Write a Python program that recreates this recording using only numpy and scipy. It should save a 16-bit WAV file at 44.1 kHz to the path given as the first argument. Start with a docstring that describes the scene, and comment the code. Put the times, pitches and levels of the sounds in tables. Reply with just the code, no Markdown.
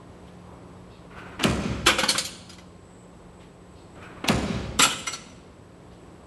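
"""A spring coiling machine cuts off two heavy springs in a large workshop.
In each cycle the rollers feed wire, the cutter runs in, bites the wire and snaps it with a crack that
sets the frame booming. The freed spring drops into a steel drum, where it bounces and rings, each
landing with its own clank. The hall answers every blow; underneath, the drives hum and whistle."""
import sys
import numpy as np
from scipy import signal
from scipy.fft import rfft, irfft
from scipy.io import wavfile
from scipy.ndimage import uniform_filter1d, map_coordinates

SR = 44100
rng = np.random.default_rng(int(sys.argv[2]) if len(sys.argv) > 2 else 0)


def pcm_store(signal):
    """Save signal as 16-bit PCM."""
    levels = np.round(np.clip(np.atleast_2d(signal), -1, 1) * 32767)
    wavfile.write(sys.argv[1], SR, levels.astype(np.int16).T)


N = 276066
T = np.arange(int(1.5 * SR)) / SR  # seconds since a blow

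# cutter strokes, with base levels for their layers; lying is how the spring falls (0 on end, 1 on side):
# snap_s, drive_db, bite_db, crack_db, frame_db, lying
STROKES = [(1.4394, -44.5, -22.5, -7.5, -18.5, 0.32), (4.2863, -46, -24, -6.5, -19, 0.89)]
# the machine frame's boom: pitch_hz, t60_s, level_db
FRAME_MODES = [(53.8, 1, -7.5), (70.7, 0.46, 2), (112.1, 0.24, 0), (174.3, 0.13, 5.5), (228.4, 0.3, -18.5),
               (354, 0.15, -10.5)]
# tone colours of the gear whir, the bite, the panels and the high ring that shudders after the snap:
# frequency_hz, level_db
DRIVE_COLOUR = [(70, 10.5), (180, 0.5), (400, 2.5), (900, -2), (1250, 1), (1500, 0), (1700, -8.5),
                (1900, -5), (2500, -8.5), (3500, -16.5), (5000, -26), (11000, -35.5)]
BITE_COLOUR = [(50, -17.5), (240, 8), (600, 5), (1300, 4.5), (1900, -1.5), (2900, -3), (4000, -16.5),
               (8000, -28.5), (12000, -35.5)]
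PANEL_COLOUR = [(110, -7), (200, -6.5), (300, 1), (500, 1.5), (800, -5.5), (1200, -4), (1650, -10.5),
                (2400, -7), (3700, -20.5), (7500, -21.5), (12000, -34)]
SHUDDER_COLOUR = [(800, -19), (3000, -1), (4500, 0), (6000, -11.5), (7300, -1.5), (8300, -13.5), (9100, -0.5),
                  (10200, -11), (12000, -21)]
# the spring's landings: start_s, drum_db, spring_db, chatter_s, tilt_db_per_octave, clank_hz, clank_db
LANDINGS = [ (1.862, -14.5, -18, 0.0064, 0.5, 3083, -23.5), (1.877, -16.5, -29, 0.0031, 0, 1400, -34),
            (1.892, -20, -39, 0.013, -1.5, 1520, -32), (1.981, -21, -26.5, 0.013, -1.5, 517, -26),
            (2.032, -20, -27.5, 0.003, -3, 1490, -27.5), (2.084, -25, -20.5, 0.0085, 0.5, 4330, -29),
            (2.101, -34, -25, 0.0022, 3.5, 4210, -26), (2.144, -26, -34, .012, -3.5, 1170, -38.5),
            (2.179, -32.5, -21.5, 0.0045, 0, 4700, -25), (2.246, -40, -30, 0.0039, 3.5, 4650, -42),
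            (2.284, -50, -59, 0.0049, -7, 2730, -46), (2.493, -47, -45.5, .004, 0.5, 4800, -45.5),
            (2.527, -53.5, -48.5, 0.0042, -0.5, 3440, -53), (2.582, -48.5, -51, 0.0027, -1, 2110, -53),
            (4.791, -16, -17.5, 0.009, -3, 2870, -27.5), (4.817, -25, -18, 0.0064, 0.5, 7740, -27.5),
            (4.829, -16.5, -20.5, 0.0067, 4, 1323, -22.5), (4.848, -24.5, -25.5, 0.0051, -4.5, 1330, -31.5),
            (4.9, -30.5, -40.5, 0.02, 2.5, 3270, -33), (4.988, -52.5, -44, 0.0039, 4, 3000, -42),
            (5.069, -32, -30.5, 0.0049, -2.5, 2080, -30.5), (5.128, -44.5, -32, 0.0083, -4.5, 4370, -32.5),
            (5.297, -63, -58, 0.0039, -5, 5900, -58)]
# the ring of the spring and of the drum, by how the spring lands: pitch_hz, t60_s, on_end_db, on_side_db
SPRING_MODES = [ (1363, .14, -18, -7), (1966, .12, -18, -10), (2928, .17, -9, -3), (3258, .12, -3, -12),
                (3790, .11, -14, -7), (4032, .15, -7, -10), (4140, .08, -4, -9), (4260, .08, -4, -9),
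                (4420, .13, -5, -7), (4550, .1, -6, -16), (4722, .1, -5, -20), (4953, .13, -6, -14),
                (5222, .12, -10, -10), (5526, .15, -8, -25), (5868, .22, -7, -.5), (6330, .15, -7, -16),
                (6646, .13, -8, -12), (7025, .2, -10, -12), (7321, .12, -8, -10), (7434, .12, -8, -9),
                (7530, .2, -8, -3), (7608, .2, -13, -2.5), (7809, .2, -13, -4), (8160, .2, -15, -16),
                (8742, .25, -11, -11), (9065, .25, -11, -8), (9150, .25, -13, -5), (9340, .2, -12, -9),
                (9550, .2, -11, -9), (10020, .09, -12, -12), (10240, .09, -10, -13), (10332, .1, -15, -9),
                (10760, .1, -14, -13), (11520, .12, -12, -9)]
DRUM_MODES = [ (340, .15, -7, -12), (498, .25, -5, -14), (540, .25, -5, -14), (1019, .15, -8, -7),
              (1267, .15, -9, -1), (1320, .08, -7, -3), (1385, .1, -4, -3), (1458, .2, -1, -2),
              (1518, .18, -1, -3), (1562, .2, -1, -7), (1617, .16, -4, -9), (2225, .12, -5, -7),
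              (2329, .12, -8, -3), (2474, .2, -5, -2), (2713, .15, -5, -7), (2960, .2, -4, -3),
              (3050, .2, -3, -2), (3140, .2, 0, -5), (3240, .2, 0, -3), (3474, .15, -6, -4)]
# crowds of close modes in the coils and in the drum's sheet steel: frequency_hz, level_db
COIL_COLOUR = [(300, -20.5), (1500, -6.5), (2800, -0.5), (4400, 4.5), (5400, -3), (7300, -1.5), (8400, -16),
               (9200, -8.5), (11500, -9.5), (13000, -33)]
SHEET_COLOUR = [(60, -26), (170, -5.5), (450, -3.5), (800, -2), (1450, 5.5), (1800, -2.5), (2400, 1.5),
                (3300, -0.5), (4800, -12.5), (8000, -15.5), (12000, -20)]
# single modes that a square landing leaves singing: start_s, pitch_hz, t60_s, level_db
SINGING_MODES = [(1.866, 345, 0.091, -22.5), (1.866, 2660, 0.07, -24), (1.890, 520, 0.095, -29.5),
                 (1.865, 1340, 0.048, -21), (2.086, 2988, 0.22, -33), (2.088, 4310, 0.085, -20.5),
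                 (2.087, 4953, 0.06, -31), (2.088, 8161, 0.23, -32.5), (2.088, 9140, 0.16, -30.5),
                 (2.181, 3238, 0.1, -33), (2.182, 4600, 0.055, -31), (2.181, 9000, .14, -33),
                 (4.829, 2530, 0.13, -28), (4.835, 1305, 0.055, -20), (4.852, 1375, 0.053, -22.5),
                 (5.072, 1318, .12, -37), (5.073, 2870, 0.21, -39), (5.073, 7750, .22, -35),
                 (5.073, 5860, 0.22, -36), (5.135, 5880, .18, -43)]
# slaps off the roof and walls; the far ones return only bass: delay_s, level_db, cutoff_hz
ECHOES = [(.045, -12.5, 897), (.076, -10.5, 695), (.14, -11.5, 300), (.203, -4.5, 220), (.262, -11.5, 260),
          (0.334, -5.5, 119.5)]
# the room tone of fans and motors: frequency_hz, level_db
SHOP_COLOUR = [(25, -28), (45, -1.5), (75, 2), (130, 0.5), (185, -5), (260, -4), (370, -2.5), (600, -8.5),
               (1100, -16.5), (1700, -21), (3500, -27.5), (7700, -37), (8700, -36.5), (11500, -38.5),
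               (12200, -71)]
# wire feeds, whose rollers swell the room tone: peak_s, swell_db
FEEDS = [(.45, 2), (3.42, 0.2), (6.25, 1.5)]
# the drives' hum: pitch_hz, level_db, waver_depth, waver_rate_hz
HUM_TONES = [(91.5, -61, .4, 8), (119, -62, .4, 8), (178.3, -53.5, .2, 6), (280, -67, .4, 8),
             (1055, -72, .5, 10)]
# wire squeaks as each feed ends: start_s, level_db
SQUEAKS = [(.89, -57.5), (3.735, -60)]
# the wire guide's ring: pitch_hz, t60_s, level_db
GUIDE_MODES = [(2630, .02, 1), (3300, .01, -1), (3760, 0.025, 1), (3980, .018, -3), (4090, .018, -2),
               (4400, .01, 1), (5040, .02, -8)]
# faint scrapes elsewhere in the hall: start_s, level_db, centre_hz
SCRAPES = [(.26, -58, 3340), (3.398, -56.5, 3280), (5.911, -63, 4000)]
# the fader curve of the thin whistle: time_s, level_db
WHISTLE_FADER = [(0, -77), (.6, -74.5), (1.07, -76), (1.25, -75), (2.4, -73), (2.67, -78), (2.82, -69.5),
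                 (3.06, -67), (3.25, -73.5), (3.8, -71), (4.15, -70), (5.5, -76), (5.78, -73), (6.25, -75)]
# the narrow hiss around the whistle: frequency_hz, level_db
WHISTLE_SKIRT = [(7000, -20), (7600, -4), (8050, 0), (8200, -25), (9000, -50)]

RUN_IN_S, SLIDE_S, BITE_S, TEAR_S = 0.34, 0.265, 0.047, 0.017  # each starts this long before the snap


def cutter():
    """Whir, crunch, snap, then the unloaded frame booms. Returns two stems: body and cracks."""
    body, cracks = np.zeros(N), np.zeros(N)
    frame = ring(FRAME_MODES, count=1, build_cycles=4.2)
    for snap_s, drive_db, bite_db, crack_db, frame_db, _ in STROKES:
        add(body, snap_s - RUN_IN_S, drive_whir(drive_db))
        add(body, snap_s - SLIDE_S, loudest(slide_scrape(), drive_db + 0.5))
        add(body, snap_s - BITE_S, blade_bite(bite_db))
        add(body, snap_s - TEAR_S, loudest(wire_tear(), crack_db - 19.5))
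        add(cracks, snap_s, loudest(wire_crack(), crack_db - 7))
        add(body, snap_s + 0.002, loudest(panel_boom(), frame_db - 1.5))
        add(body, snap_s + 0.0088, loudest(plate_thump(), frame_db + 2))
        add(cracks, snap_s, loudest(tool_shudder(), -34.5))
        add(body, snap_s, loudest(frame, frame_db - 3.5))
    return body, cracks


def drive_whir(db, peak_s=0.068, stop_s=0.32):
    """The gears run the cutter in: a grainy whir that swells, sags and fades out after the snap."""
    swell = np.interp(T, [0, peak_s, RUN_IN_S, RUN_IN_S + stop_s], [0.5, 1, 0.38, 0])
    gears = 1.02 * noise(DRIVE_COLOUR) + 0.29 * grainy(DRIVE_COLOUR, per_s=480)
    return undb(db + 2 * walk(69.5)[:len(T)]) * ramp(T, 0.012) * swell * gears


def slide_scrape(length_s=0.056):
    """The cutter's slide drags briefly and unevenly on its ways."""
    drag = ramp(T, 0.01) * bell(T, length_s) * undb(2.6 * walk(60)[:len(T)])
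    friction = drag * rng.standard_normal(len(T))
    return convolve(friction, ring([(1506, 0.02, 0), (2500, 0.008, -4)], spread=0.05, count=3))


def blade_bite(db, hold=0.32, settle_s=0.0083, groan_hz=252.4):
    """The blade crunches into the wire and strains the frame, which groans."""
    release = 1 - ramp(T - BITE_S, 0.0104)
    load = ramp(T, 0.0034) * (hold + (1 - hold) * np.exp(-T / settle_s)) * release
    crunch = 0.77 * noise(BITE_COLOUR) + 0.65 * grainy(BITE_COLOUR, per_s=500)
    gain = undb(db + 0.58 * walk(290)[:len(T)])
    groan = ring([(groan_hz, 0.22, 0)], count=1, build_cycles=5.8)
    return gain * load * crunch + loudest(groan, db - 10)


def wire_tear():
    """The tear gathers pace through the wire just before it gives."""
    pace = ramp(T, TEAR_S) ** 2 * (1 - ramp(T - TEAR_S, 0.0026))
    return pace * noise([(500, -17), (3500, 0), (7000, -3), (11000, -26.5)])


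def wire_crack(sweep_s=0.00056):
    """The wire parts in a crack that sweeps down; the blade then hits its stop with a duller chop."""
    chirp = sweep(7000, 2200, sweep_s) * (T / sweep_s) ** 2 * fade(0.00295)
    splinters = noise([(200, -12), (1200, -13.5), (3000, -10.5), (6000, 7.5), (12000, 6.5)]) * fade(0.018)
    chop = noise([(200, -8), (800, 1), (2400, -2), (4500, -3.5), (10000, -30.5)])
    chop *= fade(0.029) * fade_in(0.019)
    tick = noise([(1500, -15), (4000, 0), (11000, 0)]) * bell(T - 0.0008, 0.0005)
    return loudest(chirp, 0) + loudest(tick, -9.5) + loudest(splinters, -6) + loudest(chop, -6)


def panel_boom():
    """The snap shakes the panels into a short, dark burst."""
    return band_decay(noise(PANEL_COLOUR), t60_low=0.26, t60_high=0.19) * fade_in(0.032)


def plate_thump(slam_db=6, slam_s=0.013):
    """Slow bending waves cross the front plate: a hard slam, then the lowest arrive and the pitch sinks."""
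    swing = (fade(0.46) + undb(slam_db) * bell(T, slam_s)) * ramp(T, 0.0074)
    return unit(sweep(top_hz=240, low_hz=72, sweep_s=0.06) * swing)


def tool_shudder():
    """The snap sets the freed spring ringing high, around 7 and 9 kHz, while loose tooling rattles in small
    ticks that settle."""
    ticks = clicks(per_s=130, spread_db=2.1) * fade(0.65)
    return convolve(ticks, noise(SHUDDER_COLOUR) * fade(0.033))


def falling_springs(tip_lead_s=0.008):
    """Each landing rings drum and spring; how the spring lies decides which modes speak. Some sing on."""
    out = np.zeros(N)
    on_end, on_side = landing_rings(SPRING_MODES, spread=0.0058)
    bottom, wall = landing_rings(DRUM_MODES, spread=0.013)
    size = int(0.4 * SR)
    for start_s, drum_db, spring_db, chatter_s, brightness, clank_hz, clank_db in LANDINGS:
        side = [lying for snap_s, *_, lying in STROKES if snap_s < start_s][-1]
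        # every contact point wakes its own crowd of short-lived modes
        coils = unit(noise(COIL_COLOUR, size) * fade(0.14)[:size])
        sheet = unit(noise(SHEET_COLOUR, size) * fade(0.15)[:size])
        spring = coils + undb(2) * tumble(((1 - side) * on_end + side * on_side)[:size])
        drum = sheet + undb(0.5) * ((1 - side) * bottom + side * wall)[:size]
        for response, db in (spring, spring_db), (drum, drum_db):
            contacts = coil_chatter(chatter_s, size) + coil_rattle(size)
            add(out, start_s, loudest(convolve(tilt(contacts, brightness), response), db))
        add(out, start_s, loudest(clank(clank_hz, chatter_s), clank_db))
        # falling on its side, the spring grazes with its tip just before the coils land
        graze = convolve(coil_chatter(tip_lead_s, size), spring)
        add(out, start_s - tip_lead_s, side * loudest(graze, spring_db - 6.5))
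    for start_s, hz, t60, db in SINGING_MODES:
        add(out, start_s, loudest(np.sin(2 * np.pi * hz * T) * fade(t60) * ramp(T, 0.0031), db))
    return out


def landing_rings(modes, spread, damping_t60=0.3):
    """A body's short, quickly damped ring for an upright and for a lying spring."""
    upright = [(hz, t60, db) for hz, t60, db, _ in modes]
    lying = [(hz, t60, db) for hz, t60, _, db in modes]
    return [unit(ring(pose, spread, count=7) * fade(damping_t60)) for pose in (upright, lying)]


def tumble(response, detune=0.0011):
    """A tumbling spring's modes shift with each landing and waver as it rocks."""
    positions = np.arange(len(response)) * (1 + detune * rng.standard_normal())
    return blur(map_coordinates(response, [positions], order=3), slip_s=9e-6, rate_hz=150)


def coil_chatter(length_s, size):
    """Coil after coil makes contact: a burst of clicks that builds up and dies down."""
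    age = T[:size] / length_s
    return clicks(per_s=1200, spread_db=8, size=size) * age ** 0.72 * np.exp(-age ** 2)


def coil_rattle(size, per_s=200, decay_s=0.041):
    """Loose coils rattle on after a landing in sparse, small contacts."""
    contacts = (rng.random(size) < per_s / SR) * rng.standard_normal(size)
    return undb(-18.5) * contacts * np.exp(-T[:size] / decay_s)


def clank(hz, contact_s, t60=0.064):
    """The few close modes at the point of contact ring out above the rest."""
    return ring([(hz, t60, 0)], spread=0.0399) * ramp(T, contact_s)


def drum_space(falls):
    """The drum's surroundings add a brief, blurred ring to the falls; the hall adds a faint, dull tail."""
    blurred = blur(falls, slip_s=8e-5, rate_hz=320)
    nearby = noise([(100, 12), (700, 4.5), (1400, -2), (3000, 3), (4400, -2), (6000, 1.5),
                    (9500, 1.5), (12000, -12)])
    nearby = band_decay(nearby, t60_low=0.6, t60_high=0.66) * fade_in(0.09)
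    tail = hall(filtered(blurred, "low", 3000, order=1), near_db=-32, far_db=-22, far_s=0.096)
    return falls + undb(-12.5) * convolve(blurred, nearby) + tail


def echoes(x):
    """Roof and walls throw back the boom without its treble; the far wall makes it surge again."""
    out = np.zeros(N)
    for delay_s, db, cutoff_hz in ECHOES:
        add(out, delay_s, undb(db) * filtered(x, "low", cutoff_hz))
    return out


def hall(x, near_db, far_db, far_s, low_cut_hz=129):
    """A diffuse tail without deep bass, and a second swell from the far end of the hall."""
    near = band_decay(rng.standard_normal(len(T)), t60_low=2.05, t60_high=1) * fade_in(0.14)
    far = noise([(40, 3), (200, -11), (1000, -9.5), (4000, 0), (12000, -12.5)])
    far = band_decay(far, t60_low=1, t60_high=1) * fade_in(0.087)
    response = undb(near_db) * near + undb(far_db) * np.interp(T - far_s, T, far, left=0)
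    return convolve(filtered(x, "high", low_cut_hz), response)


def workshop(feed_width_s=0.65):
    """The bed: fans and motors rumble and swell with each feed, the drives hum, steel rubs faintly."""
    t = np.arange(N) / SR
    swell_db = sum(db * bell(t - peak_s, feed_width_s) for peak_s, db in FEEDS)
    out = noise(SHOP_COLOUR, N) * undb(-49 + swell_db + 0.5 * walk(8))
    # rollers and gears churn unevenly in the mids
    churn = noise([(350, -3), (500, 1.5), (750, -1.5), (1100, 1.5), (1400, -10.5), (2000, -37),
                   (6000, -51.5)], N)
    out += churn * undb(-59 + swell_db + 2.5 * walk(11))
    for hz, db, depth, rate_hz in HUM_TONES:
        phase = 2 * np.pi * hz * t + depth * walk(rate_hz)
        out += np.sqrt(2) * undb(db) * (1 + depth * walk(rate_hz)) * np.sin(phase)
    for start_s, db in SQUEAKS:
        add(out, start_s, loudest(wire_squeak(), db))
    for start_s, db, hz in SCRAPES:
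        add(out, start_s, loudest(distant_scrape(hz), db))
    return out


def wire_squeak():
    """The slowing wire catches in its guide, which sings faintly as the rubbing dies away."""
    pressure = ramp(T, 0.033) * bell(T, 0.14)
    return convolve(pressure * rng.standard_normal(len(T)), ring(GUIDE_MODES, count=1))


def distant_scrape(hz):
    """Steel rubs on steel; the hall smears it into a soft swell."""
    hiss = noise([(hz / 4, -12), (hz, 0), (hz * 1.5, -13), (hz * 3, -22)])
    return hiss * fade(0.31) * fade_in(0.082)


def thin_whistle(pitch_hz=8000, jitter_db=1.5):
    """A thin 8 kHz whistle inside a narrow hiss, its level set by a fader curve."""
    t = np.arange(N) / SR
    db = np.interp(t, *np.transpose(WHISTLE_FADER)) + jitter_db * walk(25)
    tone = np.sqrt(2) * np.sin(2 * np.pi * pitch_hz * t + 0.4 * walk(60))
    return undb(db) * (tone + undb(-1) * noise(WHISTLE_SKIRT, N))


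def ring(modes, spread=0.0073, count=4, build_cycles=0):
    """A struck body from (pitch_hz, t60_s, level_db) modes, each a cluster of count detuned sines."""
    out = 0
    for hz, t60, db in modes:
        cluster = hz * (1 + spread * rng.uniform(-1.11, 1, (count, 1)))
        wave = np.sin(2 * np.pi * (cluster * T + rng.random((count, 1)))).sum(0)
        # a heavy body takes some cycles to get going, so its lowest modes come last
        swell = 1 - np.exp(-(hz * T / max(build_cycles, 1e-3)) ** 3)
        out = out + undb(db) * unit(wave * fade(t60) * swell)
    return unit(out)


def sweep(top_hz, low_hz, sweep_s):
    """A sine that dives in pitch and levels off."""
    hz = low_hz + (top_hz - low_hz) * np.exp(-T / sweep_s)
    return np.sin(2 * np.pi * np.cumsum(hz) / SR)


def noise(colour, size=len(T)):
    """Noise of rms 1 shaped by (frequency_hz, level_db) points, rolled off below the first."""
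    hz, db = np.transpose(colour)
    f = np.fft.rfftfreq(size, 1 / SR) + 1
    gain = undb(np.interp(np.log(f), np.log(hz), db)) * np.minimum(f / hz[0], 1) ** 2
    return unit(irfft(rfft(rng.standard_normal(size)) * gain, size)) * np.sqrt(size)


def clicks(per_s, spread_db, size=len(T)):
    """Randomly timed clicks of uneven strength."""
    hits = (rng.random(size) < per_s / SR) * rng.choice([-1, 1], size)
    return hits * undb(spread_db * rng.standard_normal(size))


def grainy(colour, per_s):
    """Grit of rms 1: many small contacts, each with this tone colour."""
    grains = convolve(clicks(per_s, spread_db=4), rng.standard_normal(len(T)) * fade(0.006))
    hz, db = np.transpose(colour)
    f = np.fft.rfftfreq(len(T), 1 / SR) + 1
    gain = undb(np.interp(np.log(f), np.log(hz), db))
    return unit(irfft(rfft(grains) * gain, len(T))) * np.sqrt(len(T))


def walk(rate_hz):
    """Smooth random drift with a spread of 1."""
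    hold = int(SR / rate_hz)
    steps = np.repeat(rng.standard_normal(N // hold + 1), hold)
    drift = uniform_filter1d(uniform_filter1d(steps, hold), hold)[:N]
    return drift / drift.std()


def blur(x, slip_s, rate_hz):
    """Random slips in time smear every tone into a narrow, rough band."""
    return map_coordinates(x, [np.arange(len(x)) + slip_s * SR * walk(rate_hz)[:len(x)]], order=3)


def band_decay(x, t60_low, t60_high):
    """Fade six octave bands, each with its own decay time from bass to treble."""
    octave = np.log2(np.fft.rfftfreq(len(T), 1 / SR) + 1)
    centres = np.log2(SR) - np.arange(7, 1, -1)
    spectrum = rfft(x)
    bands = [irfft(spectrum * np.interp(octave, centres, weights)) for weights in np.eye(6)]
    return unit(sum(band * fade(t60) for band, t60 in zip(bands, np.geomspace(t60_low, t60_high, 6))))


def tilt(x, db_per_octave):
    """Tilt the spectrum: harder contacts are brighter."""
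    f = np.fft.rfftfreq(len(x), 1 / SR)
    return irfft(rfft(x) * undb(db_per_octave * np.log2((f + 300) / 3000)), len(x))


def filtered(x, kind, cutoff_hz, order=2):
    """A gentle low-pass or high-pass."""
    return signal.sosfilt(signal.butter(order, cutoff_hz, kind, fs=SR, output="sos"), x)


def convolve(x, response):
    """Drive a response with a signal."""
    return signal.fftconvolve(x, response)[:len(x)]


def fade(t60):
    """Decay by 60 dB in t60 seconds."""
    return np.exp(-np.log(1000) * T / t60)


def fade_in(length_s):
    """A rounded attack."""
    return 1 - fade(length_s)


def ramp(age_s, length_s):
    """A straight rise from 0 to 1."""
    return np.clip(age_s / length_s, 0, 1)


def bell(age_s, width_s):
    """A bell-shaped envelope that peaks at age 0."""
    return np.exp(-(age_s / width_s) ** 2)


def undb(db):
    """Decibels to gain."""
    return 10 ** (np.asarray(db) / 20)


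def unit(x):
    """Scale to unit energy."""
    return x / np.sqrt(np.sum(x ** 2))


def loudest(x, db):
    """Set the loudest 7 ms to this rms level."""
    return x * undb(db) / np.sqrt(uniform_filter1d(x ** 2, 300).max())


def add(out, start_s, x):
    """Mix a sound in at a time."""
    i = int(start_s * SR)
    out[i:i + len(x)] += x[:N - i]


def scene():
    """The frame shakes the whole hall; the small crack and the drum sit closer and drier."""
    body, cracks = cutter()
    rear, rear_cracks = cutter()  # the machine's back radiates its own sound into the hall
    falls = falling_springs()
    machine = body + cracks + echoes(body) + hall(body, near_db=-6.5, far_db=-18, far_s=0.23)
    machine += hall(rear + undb(-18.5) * rear_cracks, near_db=-6.5, far_db=-12, far_s=0.17)
    return (machine + drum_space(falls) + workshop() + thin_whistle())[None]


def record(dry, top_hz=11850):
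    """The microphone rounds the highest peaks and cuts the top."""
    return signal.sosfilt(signal.ellip(8, 0.2, 70, top_hz, fs=SR, output="sos"), np.tanh(dry))


dry = scene()
out = record(dry)
pcm_store(out)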